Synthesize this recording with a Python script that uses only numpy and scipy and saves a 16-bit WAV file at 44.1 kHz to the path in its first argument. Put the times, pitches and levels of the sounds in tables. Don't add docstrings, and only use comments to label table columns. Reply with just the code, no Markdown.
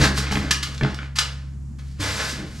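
import sys
import numpy as np
from scipy import signal
from scipy.fft import rfft, irfft
from scipy.io import wavfile
from scipy.ndimage import uniform_filter1d

SR = 44100
rng = np.random.default_rng(int(sys.argv[2]) if len(sys.argv) > 2 else 0)


def dump_mix(stems):
    frames = np.atleast_2d(stems).T
    limited = np.clip(frames, -1, 1)
    pcm = np.round(limited * 32767).astype(np.int16)
    wavfile.write(sys.argv[1], SR, pcm)


def magnitude_from_level(level_db):
    exponent = np.asarray(level_db, float) / 20
    return 10 ** exponent


N = 114660
T = np.arange(N) / SR


def unit(x):
    return x / np.sqrt(np.mean(x ** 2))


def across(table, hz):
    table = np.array(table, float)
    return np.interp(np.log(hz + 1), np.log(table[:, 0]), table[:, 1])


def colour(x, table):
    log_spectrum = np.log(magnitude_from_level(across(table, np.fft.rfftfreq(4096, 1 / SR))))
    cepstrum = irfft(log_spectrum)
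    cepstrum[1:2048] *= 2
    cepstrum[2049:] = 0
    h = irfft(np.exp(rfft(cepstrum)))
    return signal.fftconvolve(x, h / np.sqrt(np.sum(h ** 2)))[:len(x)]


def curve(spans, column=1):
    out = np.full(N, -120. if column == 1 else 0.)
    for rows in spans:
        rows = np.array(rows)
        inside = (T >= rows[0, 0]) & (T <= rows[-1, 0])
        out[inside] = np.interp(T[inside], rows[:, 0], rows[:, column])
    return out


def walk(rate):
    k = int(SR / rate)
    held = np.repeat(rng.standard_normal(N // k + 1), k)
    return 1.3 * uniform_filter1d(uniform_filter1d(held, k), k)[:N]


def add(out, s, y):
    i = max(int(s * SR), 0)
    out[i:i + len(y)] += y[:N - i]


def tilt(x, lean_db):
    low = signal.sosfilt(signal.butter(1, 5000, fs=SR, output="sos"), x)
    return low * magnitude_from_level(-lean_db) + (x - low) * magnitude_from_level(lean_db)


def ring(modes, scatter_db):
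    t = T[:SR // 2]
    y = np.zeros(len(t))
    for hz, db, t60 in modes:
        strength, detune = rng.standard_normal(2)
        tone = np.sin(2 * np.pi * hz * (1 + 0.0031 * detune) * t)
        y += magnitude_from_level(db + scatter_db * strength) * tone * 1000 ** (-t / t60)
    return y / np.abs(y).max()


def soft_blow(modes, db, push_s):
    push = np.hanning(max(int(push_s * SR), 3))
    return -magnitude_from_level(db) * np.convolve(ring(modes, 2.7), push / push.sum())


def burst(rise_s, table, strike=0):
    t = T[:SR // 4]
    envelope = t / rise_s * np.exp(1 - t / rise_s)
    noise = rng.standard_normal(len(t)) * envelope
    return colour(noise + strike * (t == 0), table) / 2.46


# f/Hz, relative level/dB per Hz
AIR_COLOUR = [(25, -16.5), (50, -12.5), (100, -11), (221, -12.5), (460, -39.5), (1220, -41), (3500, -53),
              (7050, -46.5), (12200, -60), (14000, -85)]


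def air():
    level_db = -43 + 2.2 * walk(5.32)
    return unit(colour(rng.standard_normal(N), AIR_COLOUR)) * magnitude_from_level(level_db)


# multiple of the pitch, relative level/dB rms
HUM_PARTIALS = [(1, 0), (2, -4)]
# t/s, level/dB
HUM_FADE = [(0, -24.5), (.6, -32.5), (1.9, -35), (2.6, -38.5)]


def hum():
    pitch_hz, waver_db = 68.3, 0.5
    y = np.zeros(N)
    for multiple, db in HUM_PARTIALS:
        tone = np.sqrt(2) * np.sin(2 * np.pi * (multiple * pitch_hz * T + rng.random()))
        y += magnitude_from_level(db + waver_db * walk(10.63)) * tone
    return y * magnitude_from_level(curve([HUM_FADE]))


def room(x):
    t60_s, treble_t60_s, level_db, gap_s = 0.41, 0.23, -2.5, 0.00227
    t = T[:SR]
    noise = rng.standard_normal(SR)
    low = signal.sosfilt(signal.butter(1, 3000, fs=SR, output="sos"), noise)
    tail = low * 1000 ** (-t / t60_s) + (noise - low) * 1000 ** (-t / treble_t60_s)
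    h = tail * (t > gap_s)
    return signal.fftconvolve(x, h / np.sqrt(np.sum(h ** 2)))[:N] * magnitude_from_level(level_db)


# f/Hz, relative level/dB
RUMBLE_COLOUR = [(25, -22), (48, 0.5), (100, -4.5), (300, -1), (450, -13.5), (800, -25), (2000, -68)]
# t/s, level/dB before flutter
RUMBLE = [
    [(0, -21), (.28, -43), (.36, -27), (.49, -36), (.55, -38.5), (.78, -51.5)],
    [(.81, -29.5), (.85, -26.5), (.95, -40), (1.1, -54.5)],
    [(1.985, -65), (2.01, -34.5), (2.12, -37.5), (2.33, -41.5), (2.44, -36.5), (2.6, -55)],
]


def rumble():
    level_db = curve(RUMBLE) + 2.5 * walk(50)
    return unit(colour(rng.standard_normal(N), RUMBLE_COLOUR)) * magnitude_from_level(level_db)


# f/Hz, relative level/dB before scatter, t60/s
SLAB = [(98.2, 0, 0.71), (299.7, -5.5, 0.43)]
# t/s, level/dB, push length/s
STEPS = [(1.995, -23, .0015), (2.088, -38, 0.00068)]


def steps():
    out = np.zeros(N)
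    for s, db, push_s in STEPS:
        add(out, s, soft_blow(SLAB, db, push_s))
    return out


# f/Hz, relative level/dB before scatter, t60/s
LOAD = [(140.1, -1, 0.2), (199, 0, 0.22), (315, -6.5, 0.052), (424, -6.5, 0.17), (608, -3.5, 0.075)]
# t/s, level/dB, push length/s
THUDS = [(.001, -11, 0.00066), (.024, -12, 0.00084), (.061, -14, 0.002), (.182, -17.5, .0018),
         (.312, -12, 0.0026), (.357, -13, 0.0023), (.406, -21, 0.0017), (.812, -17, 0.0013),
         (.826, -12, 0.0024), (.8345, -10, .001), (.848, -13.5, 0.0019), (2.385, -26, 0.0014),
         (2.444, -28.5, 0.0019)]


def thuds():
    out = np.zeros(N)
    for s, db, push_s in THUDS:
        add(out, s, soft_blow(LOAD, db, push_s))
    return out


# t/s, approximate peak level/dB, centre f/Hz
TICKS = [(.177, -16, 1280), (0.2688, -16.5, 2040), (.311, -17, 1560), (.324, -11, 1270),
         (0.3557, -12.5, 2160), (.371, -11.5, 950), (0.779, -26, 3900), (0.8109, -14, 1280),
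         (.834, -15, 2400), (.848, -15.5, 1220), (0.888, -31, 2530), (.989, -20, 1530), (1.030, -25, 1540),
         (1.072, -44, 1620)]


def ticks():
    rise_s, octaves, skirt_db = .0011, 1.05, -11
    wide = 2 ** octaves
    out = np.zeros(N)
    for s, db, hz in TICKS:
        shape = [(250, -40), (hz / wide, skirt_db), (hz, 0), (hz * wide, skirt_db), (15000, -55)]
        add(out, s, magnitude_from_level(db) * burst(rise_s, shape, strike=6.6))
    return out


# f/Hz, relative level/dB
CRACK = [(500, -49), (800, -18), (1270, -6), (1950, -7.5), (4760, -4), (8000, -13.5), (12100, -25),
         (16500, -45)]
# f/Hz, relative level/dB before scatter, t60/s
FRAME = [(1250, -3, .12), (1744, -5, .12), (2896, -1, .14), (4748, -2, .12), (7600, -9, .05)]
# t/s, approximate peak level/dB of the crack, its rise time/s
CLACKS = [(.508, -4.5, 0.0038), (0.627, -15, 0.005), (0.743, -31, 0.0028), (0.944, -25.5, 0.0015),
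          (1.156, -20, 0.0083), (1.1849, -6.5, 0.0044), (1.7844, -42.5, 0.005)]


def clacks():
    out = np.zeros(N)
    for s, db, rise_s in CLACKS:
        add(out, s, magnitude_from_level(db) * burst(rise_s, CRACK))
        add(out, s, magnitude_from_level(db - 11) * ring(FRAME, 2.4))
    return out


# f/Hz, relative level/dB
GRIT = [(250, -25), (530, -0.5), (750, -7.5), (1600, -0.5), (3270, -7), (4500, -5), (8000, -15),
        (12500, -27.5), (16000, -36)]
# t/s, level/dB before tilt and flutter, tilt/dB (positive is brighter)
SCRAPE = [
    [(0, -24, 1.5), (.045, -16, 0.5), (.07, -27, -1.5), (.13, -50, 8), (.182, -28, 9.5), (.24, -40.5, -5),
     (.30, -47, -12.5), (.32, -34, 9), (.5, -44, -10.5)],
    [(.66, -41, -1.5), (.80, -48, 1.5), (.85, -46.5, -8.5), (.93, -57, -12.5), (1.07, -54.5, -7.5),
     (1.10, -87, 10)],
    [(1.2, -41, -6.5), (1.56, -70.5, 0.5)],
    [(1.79, -53, -5), (1.88, -70.5, 19), (1.895, -76, 24), (1.985, -55.5, -1.5), (2.005, -28, 1.5),
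     (2.10, -28, 0.5), (2.18, -32, 4), (2.20, -28, -1), (2.30, -31.5, 5.5), (2.37, -40.5, -0.5),
     (2.45, -47, 0.5), (2.6, -49.5, 7)],
]


def scrape():
    grains_per_s, spread_db, flutter_db = 11000, 1.9, 1.2
    hits = rng.random(N) < grains_per_s / SR
    sizes = rng.choice([-1, 1], N) * magnitude_from_level(spread_db * rng.exponential(size=N))
    grit = unit(colour(hits * sizes, GRIT))
    lean_db = curve(SCRAPE, column=2) + flutter_db * walk(30.14)
    level_db = curve(SCRAPE) + flutter_db * walk(90)
    return tilt(grit, lean_db) * magnitude_from_level(level_db)


# f/Hz, gain of the side signal/dB
WIDTH = [(60, -13), (250, -8.5), (2200, -15.5), (12000, -7.5)]


def scene():
    bright = clacks() + ticks() + scrape()
    low = thuds() + steps() + rumble()
    send = bright + magnitude_from_level(-14) * low
    mid = bright + low + room(send) + hum() + air()
    spread = np.sqrt(2) * room(send) + air()
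    side = irfft(rfft(spread) * magnitude_from_level(across(WIDTH, np.fft.rfftfreq(N, 1 / SR))), N)
    return np.array([mid + side, mid - side])


def top_cut(x):
    return signal.sosfilt(signal.butter(12, 13390, fs=SR, output="sos"), x)


# f/Hz, lead of the left port/radians
LEAD = [(500, 0.015), (2500, -1.01), (11400, 0.23)]


def record(dry):
    turn = np.exp(.5j * across(LEAD, np.fft.rfftfreq(N, 1 / SR)))
    left = irfft(rfft(dry[0]) * turn, N)
    right = irfft(rfft(dry[1]) / turn, N)
    return top_cut(np.array([left, right]))


dry = scene()
out = record(dry)
dump_mix(out)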